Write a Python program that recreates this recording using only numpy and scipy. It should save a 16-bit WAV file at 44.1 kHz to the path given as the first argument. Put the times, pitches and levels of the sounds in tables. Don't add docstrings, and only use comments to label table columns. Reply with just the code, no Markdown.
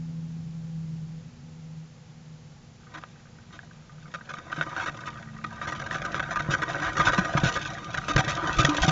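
import sys
import numpy as np
from scipy import signal
from scipy.fft import rfft, irfft, next_fast_len
from scipy.io import wavfile
from scipy.ndimage import uniform_filter1d

SR = 44100
rng = np.random.default_rng(int(sys.argv[2]) if len(sys.argv) > 2 else 0)


def wav_record(signal):
    frames = np.transpose(np.atleast_2d(signal))
    bounded = np.clip(frames, -1, 1)
    quanta = np.round(bounded * 32767).astype(np.int16)
    wavfile.write(sys.argv[1], SR, quanta)


N = 392931
TIME = np.arange(N) / SR

# t/s, length/s, level/dB
STROKES = [(2.938, 0.025, -40.5), (2.973, 0.016, -40.5), (4.138, 0.022, -35), (4.291, 0.027, -37.5),
           (4.336, 0.0072, -34.5), (4.382, 0.0099, -40.5), (4.514, .022, -36.5), (4.559, 0.046, -40),
           (4.61, 0.028, -32), (4.763, 0.026, -34), (4.795, 0.051, -31.5), (4.858, 0.04, -30.5),
           (4.971, 0.0087, -39), (5.065, 0.025, -34.5), (5.44, 0.0097, -29.5), (5.612, 0.046, -37),
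           (5.671, 0.03, -30.5), (5.719, 0.019, -33), (5.794, 0.0091, -35), (5.814, 0.011, -35),
           (5.862, 0.01, -34.5), (5.907, 0.031, -39.5), (5.942, 0.019, -29.5), (6.017, 0.0096, -30),
           (6.048, 0.017, -30), (6.149, 0.037, -34.5), (6.194, 0.013, -25.5), (6.225, 0.017, -34),
           (6.305, 0.032, -31.5), (6.357, .018, -28), (6.393, 0.017, -27.5), (6.537, 0.014, -22.5),
           (6.618, .021, -26), (6.688, 0.022, -31), (6.818, 0.086, -29.5), (6.967, 0.019, -26),
           (6.996, 0.018, -19.5), (7.069, 0.033, -22.5), (7.131, 0.015, -23), (7.177, .017, -23),
           (7.246, 0.012, -30), (7.369, .018, -23), (7.554, 0.023, -28.5), (7.941, .01, -30.5),
           (7.972, .016, -29), (8.081, 0.041, -29), (8.176, 0.034, -23), (8.278, 0.033, -28.5),
           (8.744, 0.0088, -26)]
# t/s, length/s, sweep/dB, air/dB
WINGBEATS = [(3.524, .045, -52, -55), (6.505, 0.036, -31.5, -34), (7.052, 0.041, -30, -44),
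             (7.434, 0.067, -30.5, -27), (8.161, 0.0075, -21.5, -20.5), (8.584, .036, -26, -21.5),
             (8.647, 0.0086, -19.5, -30), (8.823, 0.03, -27, -21), (8.879, 0.018, -24.5, -34)]
SPREAD_WEIGHT_DB, SPREAD_SIZZLE_DB = 1.5, 5.5


def feathers():
    # t/s, level/dB
    wall_shake = [(4.8, -15), (6.3, -6)]
    low, mid, high = contact(rise_s=0.0018, fall_s=0.00088, sag_db=3)
    grain = shifting(slips(per_s=1300, spread_db=3.5, smooth=0.41), patchy_db=4.5)
    fine = shifting(slips(per_s=2500, spread_db=0, smooth=0.66), patchy_db=5)
    walls = amp(curve(wall_shake)) * box(low * grain, 22, 221)
    boards = amp(-1.12) * box(low * grain, 235, 1173)
    cavity = amp(0.47) * box(mid * grain, 1135, 2120)
    shafts = amp(-0.46) * box(high * fine * amp(0.67 * wander(60)), 2340, 4240)
    catching = (high / amp(-38)) ** 0.042 * amp(1.65 * wander(45))
    barbs = amp(-6.5) * box(high * fine * catching, 4600, 10000)
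    return walls + boards + cavity + shafts + barbs


def contact(rise_s, fall_s, sag_db):
    power, t = shuffling() ** 2, np.arange(SR // 8) / SR
    moves = []
    for s, length, db in STROKES:
        weight_db = -5 + SPREAD_WEIGHT_DB * spread(s)
        dulling_db = 0.32 * (db + 33)
        sizzle_db = -10.5 + SPREAD_SIZZLE_DB * spread(s) - dulling_db
        moves.append((s, length, db, weight_db, sizzle_db))
    moves += [(s, length, db, -1.5, -1.5) for s, length, db, _ in WINGBEATS]
    for s, length, db, weight_db, sizzle_db in moves:
        release = np.exp(-np.maximum(t - length, 0) / fall_s)
        shape = np.minimum(t / rise_s, 1) * amp(-sag_db * t / length) * release
        for band, colour_db in zip(power, (weight_db, 0, sizzle_db)):
            add(band, s, (amp(db + colour_db) * shape) ** 2)
    return np.sqrt(power)


def shuffling():
    # t/s, level/dB
    effort = [(2.8, -70), (2.95, -48), (3.3, -70), (3.56, -55), (3.85, -60.5), (4.25, -51.5), (4.75, -40),
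              (4.97, -46.5), (5.12, -45), (5.3, -53), (5.7, -40.5), (6.45, -39), (6.8, -35.5), (6.94, -37),
              (7.04, -28), (7.28, -37.5), (7.48, -34.5), (7.82, -44), (8.45, -34.5), (8.9, -31)]
    level, wings = curve(effort), spread(TIME)
    rub = scratches(per_s=36, decay_s=0.0073, steady=1.57)
    ticks = scratches(per_s=34, decay_s=0.0035, steady=0.27)
    sizzle = scratches(per_s=40, decay_s=0.005, steady=1)
    light = 1 / (1 + amp(level + 43) ** 2)
    give = 1 / np.sqrt(1 + amp(-51.5 - level) ** 2)
    low = amp(-1.5 + SPREAD_WEIGHT_DB * wings) * give * rub
    mid = amp(-1.5) * np.sqrt(light * ticks ** 2 + (1 - light) * rub ** 2)
    high = amp(-11 + SPREAD_SIZZLE_DB * wings) * sizzle
    force = (TIME > effort[0][0]) * amp(level + pauses(before_s=0.021, width_s=0.021, dip_db=-0.5))
    return force * np.array([low, mid, high])


def spread(s):
    return 0.5 + 0.5 * np.tanh((s - 7.18) / 0.06)


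def pauses(before_s, width_s, dip_db):
    starts = [row[0] for row in STROKES + WINGBEATS]
    t = TIME[::64]
    still = np.exp(-((t[:, None] - starts + before_s) / width_s) ** 2).max(axis=1)
    return dip_db * np.interp(TIME, t, still)


def scratches(per_s, decay_s, steady):
    gaps, sizes = rng.random((2, 2 ** 10))
    at = np.cumsum(-np.log(1 - gaps) * SR / per_s).astype(int) + 1
    starts = np.zeros(N)
    starts[at[at < N]] = 0.5 + sizes[at < N]
    decays = signal.lfilter([1], [1, -np.exp(-1 / (decay_s * SR))], starts)
    return unit_rms(unit_rms(decays) + steady)


def slips(per_s, spread_db, smooth):
    at = np.flatnonzero(rng.random(N) < per_s / SR)
    sizes = amp(spread_db * np.minimum(rng.standard_exponential(N)[at], 3))
    clicks = np.zeros(N)
    clicks[at] = sizes * np.sign(rng.random(N)[at] - 0.5)
    return unit_rms(unit_rms(clicks) + smooth * rng.standard_normal(N))


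def shifting(x, patchy_db, size=512):
    spectra = signal.stft(x, nperseg=size)[2]
    patches = unit_rms(blur(rng.standard_normal(spectra.shape), bins=3, frames=5))
    spectra *= amp(patchy_db * np.clip(patches, -2, 2))
    broad_power = blur(abs(spectra) ** 2, bins=15, frames=3)
    spectra /= np.sqrt(abs(broad_power) + 1e-12)
    return unit_rms(signal.istft(spectra, nperseg=size)[1][:N])


def wing_drag():
    # t/s, level/dB
    drag = [(8.33, -50), (8.41, -34), (8.5, -36.5), (8.57, -53), (8.66, -54), (8.69, -29), (8.78, -45)]
    force = amp(curve(drag)) * (TIME > drag[0][0]) * (TIME < drag[-1][0])
    return box(force * rng.standard_normal(N), 990, 1000)


def claws():
    # t/s, level/dB, f/Hz, ring time constant/s
    taps = [(3.0373, -25, 1330, 0.00076), (3.591, -30, 1670, 0.0025), (4.146, -28, 1300, 0.0029),
            (4.528, -19.5, 1525, 0.0048), (4.6112, -12.5, 1492, 0.0034), (4.7645, -21, 1467, 0.0041),
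            (5.442, -24.5, 1256, 0.012), (5.9113, -17.5, 1790, 0.0019), (6.1447, -14.5, 1420, 0.0014),
            (7.9471, -20.5, 1670, 0.002), (8.652, -14, 1830, 0.0018)]
    return amp(-3.5) * struck(taps, rise_s=0.00097) + amp(10) * box(blows(taps), 400, 3900)


def bumps():
    # t/s, level/dB, f/Hz, ring time constant/s
    thuds = [(4.578, -29.5, 156, 0.044), (6.487, -19, 142, 0.017), (6.992, -19.5, 156, 0.015),
             (7.184, -13.5, 181, 0.011), (7.350, -14.5, 144.5, .011), (7.434, -12.5, 153, 0.007),
             (7.456, -17.5, 132, 0.012), (8.094, -26.5, 298, 0.025), (8.161, -13, 129, 0.0095),
             (8.19, -16.5, 138, 0.011), (8.272, -23.5, 143, 0.016), (8.593, -15, 120, 0.014),
             (8.643, -16, 143, 0.025), (8.684, -19, 296, 0.037), (8.843, -18, 140, 0.0069),
             (8.879, -11.5, 152, 0.016)]
    return struck(thuds, rise_s=0.0023) + amp(9.5) * box(blows(thuds), 290, 640)


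def struck(rows, rise_s):
    out, t = np.zeros(N), np.arange(SR // 4) / SR
    for s, db, hz, decay_s in rows:
        attack = 1 - np.exp(-(t / rise_s) ** 2)
        note = np.sin(2 * np.pi * hz * t) * attack * np.exp(-t / decay_s)
        add(out, s, amp(db) * note / abs(note).max())
    return out


def blows(rows):
    out = np.zeros(N)
    for s, db, _, _ in rows:
        add(out, s, amp([db]))
    return out


def wing_air(lead_s=0.02, hz=46):
    out, t = np.zeros(N), np.arange(0, 0.045, 1 / SR)
    puff = np.hanning(len(t)) * np.sin(2 * np.pi * hz * t)
    for s, _, _, db in WINGBEATS:
        add(out, s - lead_s, amp(db) * puff)
    return out


def box(x, lo_hz, hi_hz, size=8192):
    # f/Hz, width/Hz, level/dB
    modes = [(136, 43, -4.5), (313.7, 26.7, -3.5), (470, 22, -10.5), (560.7, 57, -6), (683.3, 47, -4),
             (762.5, 19, -3.5), (842, 18, -11.5), (954.4, 38, -6), (1019, 30, -6), (1214, 28, 0.5),
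             (1276, 116, -6), (1521, 104, -1), (1626, 120, -6), (1898, 62, -4), (2218, 120, -10),
             (2423, 110, -11.5), (2634, 73, -10), (2863, 110, -20), (3030, 120, -13.5), (3363, 160, -15),
             (3700, 150, -12), (5140, 54, -29), (5910, 410, -18.5)]
    # f/Hz, level/dB
    base = [(25, -16), (60, -7.5), (200, -15), (350, -8.5), (420, -19), (880, -27), (1120, -20.5),
            (1400, -21.5), (2050, -18), (2850, -19.5), (3600, -19), (4500, -23.5), (6800, -21.5),
            (7600, -32)]
    hz = np.fft.rfftfreq(size, 1 / SR) + 1
    peaks = sum(amp(db) ** 2 / (1 + ((hz - f) / (0.77 * width)) ** 2) ** 2 for f, width, db in modes)
    power = amp(spectrum_at(base, hz)) ** 2 + peaks
    power = power / (1 + (lo_hz / hz) ** 16) / (1 + (hz / hi_hz) ** 16)
    log_gain = np.log(power + 1e-9) / 2
    response = np.exp(np.conj(signal.hilbert(np.r_[log_gain, log_gain[-2:0:-1]])))
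    ring = np.fft.ifft(response).real[:size // 2]
    return signal.oaconvolve(x, ring / np.linalg.norm(ring))[:N]


def engine(start_hz=81.9, sag_hz_per_s=1.52):
    # t/s, level/dB
    hum = [(0, -32), (.62, -37.5), (.95, -34), (1.35, -53), (1.78, -38.5), (1.97, -56.5), (2.3, -48.5),
           (2.65, -60), (8.9, -59.5)]
    # t/s, level/dB
    overtone = [(0, -51), (.3, -52), (.6, -74), (1.4, -55.5), (1.8, -61.5), (4.6, -61.5), (5.4, -50.5),
                (6, -54)]
    # f/Hz, level/dB
    rumble_spectrum = [(20, -27), (31, -7), (48, -18), (85, -6), (125, -3), (155, 4), (190, -8.5),
                       (270, -20.5), (400, -31), (1200, -47.5)]
    # t/s, level/dB
    rumble_level = [(0, -43.5), (1, -42.5), (1.8, -50), (4.6, -48.5), (5.35, -42.5), (8.9, -42.5)]
    hz = (start_hz - sag_hz_per_s * TIME) * (1 + 0.0024 * wander(13))
    angle = 2 * np.pi * np.cumsum(hz) / SR
    orders = np.sin(2 * angle) + amp(-28) * np.sin(angle) + amp(-32.5) * np.sin(4 * angle)
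    drone = amp(curve(hum) + 1.1 * wander(8.7)) * orders
    third = amp(curve(overtone) + 2.3 * wander(10)) * np.sin(3 * angle)
    rumble = amp(curve(rumble_level) - 1) * noise(rumble_spectrum)
    return np.sqrt(2) * (drone + third) + rumble


def faint_tone():
    hz = 492 + 10 * wander(1.6) + 6 * wander(90)
    return amp(-67 + 4.5 * wander(10)) * np.sin(2 * np.pi * np.cumsum(hz) / SR)


def hiss():
    # f/Hz, level/dB
    floor = [(20, 11.5), (500, 10.5), (600, 7), (720, 7), (800, 11), (950, 5.5), (1600, 3.5), (3500, 0),
             (7000, -1), (7600, -7.5)]
    return amp(-57) * noise(floor)


def noise(points):
    size = next_fast_len(N)
    gain = amp(spectrum_at(points, np.fft.rfftfreq(size, 1 / SR)))
    return unit_rms(irfft(rfft(rng.standard_normal(size)) * gain, size)[:N])


def wander(rate):
    steps = rng.standard_normal(2 ** 12)
    return np.interp(TIME * rate, np.arange(len(steps)), steps) * np.sqrt(3 / 2)


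def blur(grid, bins, frames):
    return uniform_filter1d(uniform_filter1d(grid, bins, axis=0), frames, axis=1)


def curve(points):
    return np.interp(TIME, *np.transpose(points))


def spectrum_at(points, hz):
    f, db = np.transpose(points)
    return np.interp(np.log(hz + 1), np.log(f + 1), db)


def amp(db):
    return 10 ** (np.asarray(db) / 20)


def unit_rms(x):
    return x / np.sqrt(np.mean(x ** 2) + 1e-20)


def add(mix, s, sound):
    part = mix[max(round(s * SR), 0):][:len(sound)]
    part += sound[:len(part)]


def scene():
    bird = feathers() + wing_drag() + claws() + bumps() + wing_air()
    return (bird + engine() + faint_tone() + hiss())[None]


def record(dry, edge_hz=7560, converter_hz=16000, top_hz=8872):
    band = signal.firwin(601, edge_hz, window=("kaiser", 8), fs=SR)
    narrow = signal.oaconvolve(dry, band[None], "same", axes=1)
    mirror = narrow * 2 * np.cos(2 * np.pi * converter_hz * TIME)
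    lowpass = signal.firwin(301, top_hz, window=("kaiser", 8), fs=SR)
    return signal.oaconvolve(narrow + amp(-19.5) * mirror, lowpass[None], "same", axes=1)


dry = scene()
out = record(dry)
wav_record(out)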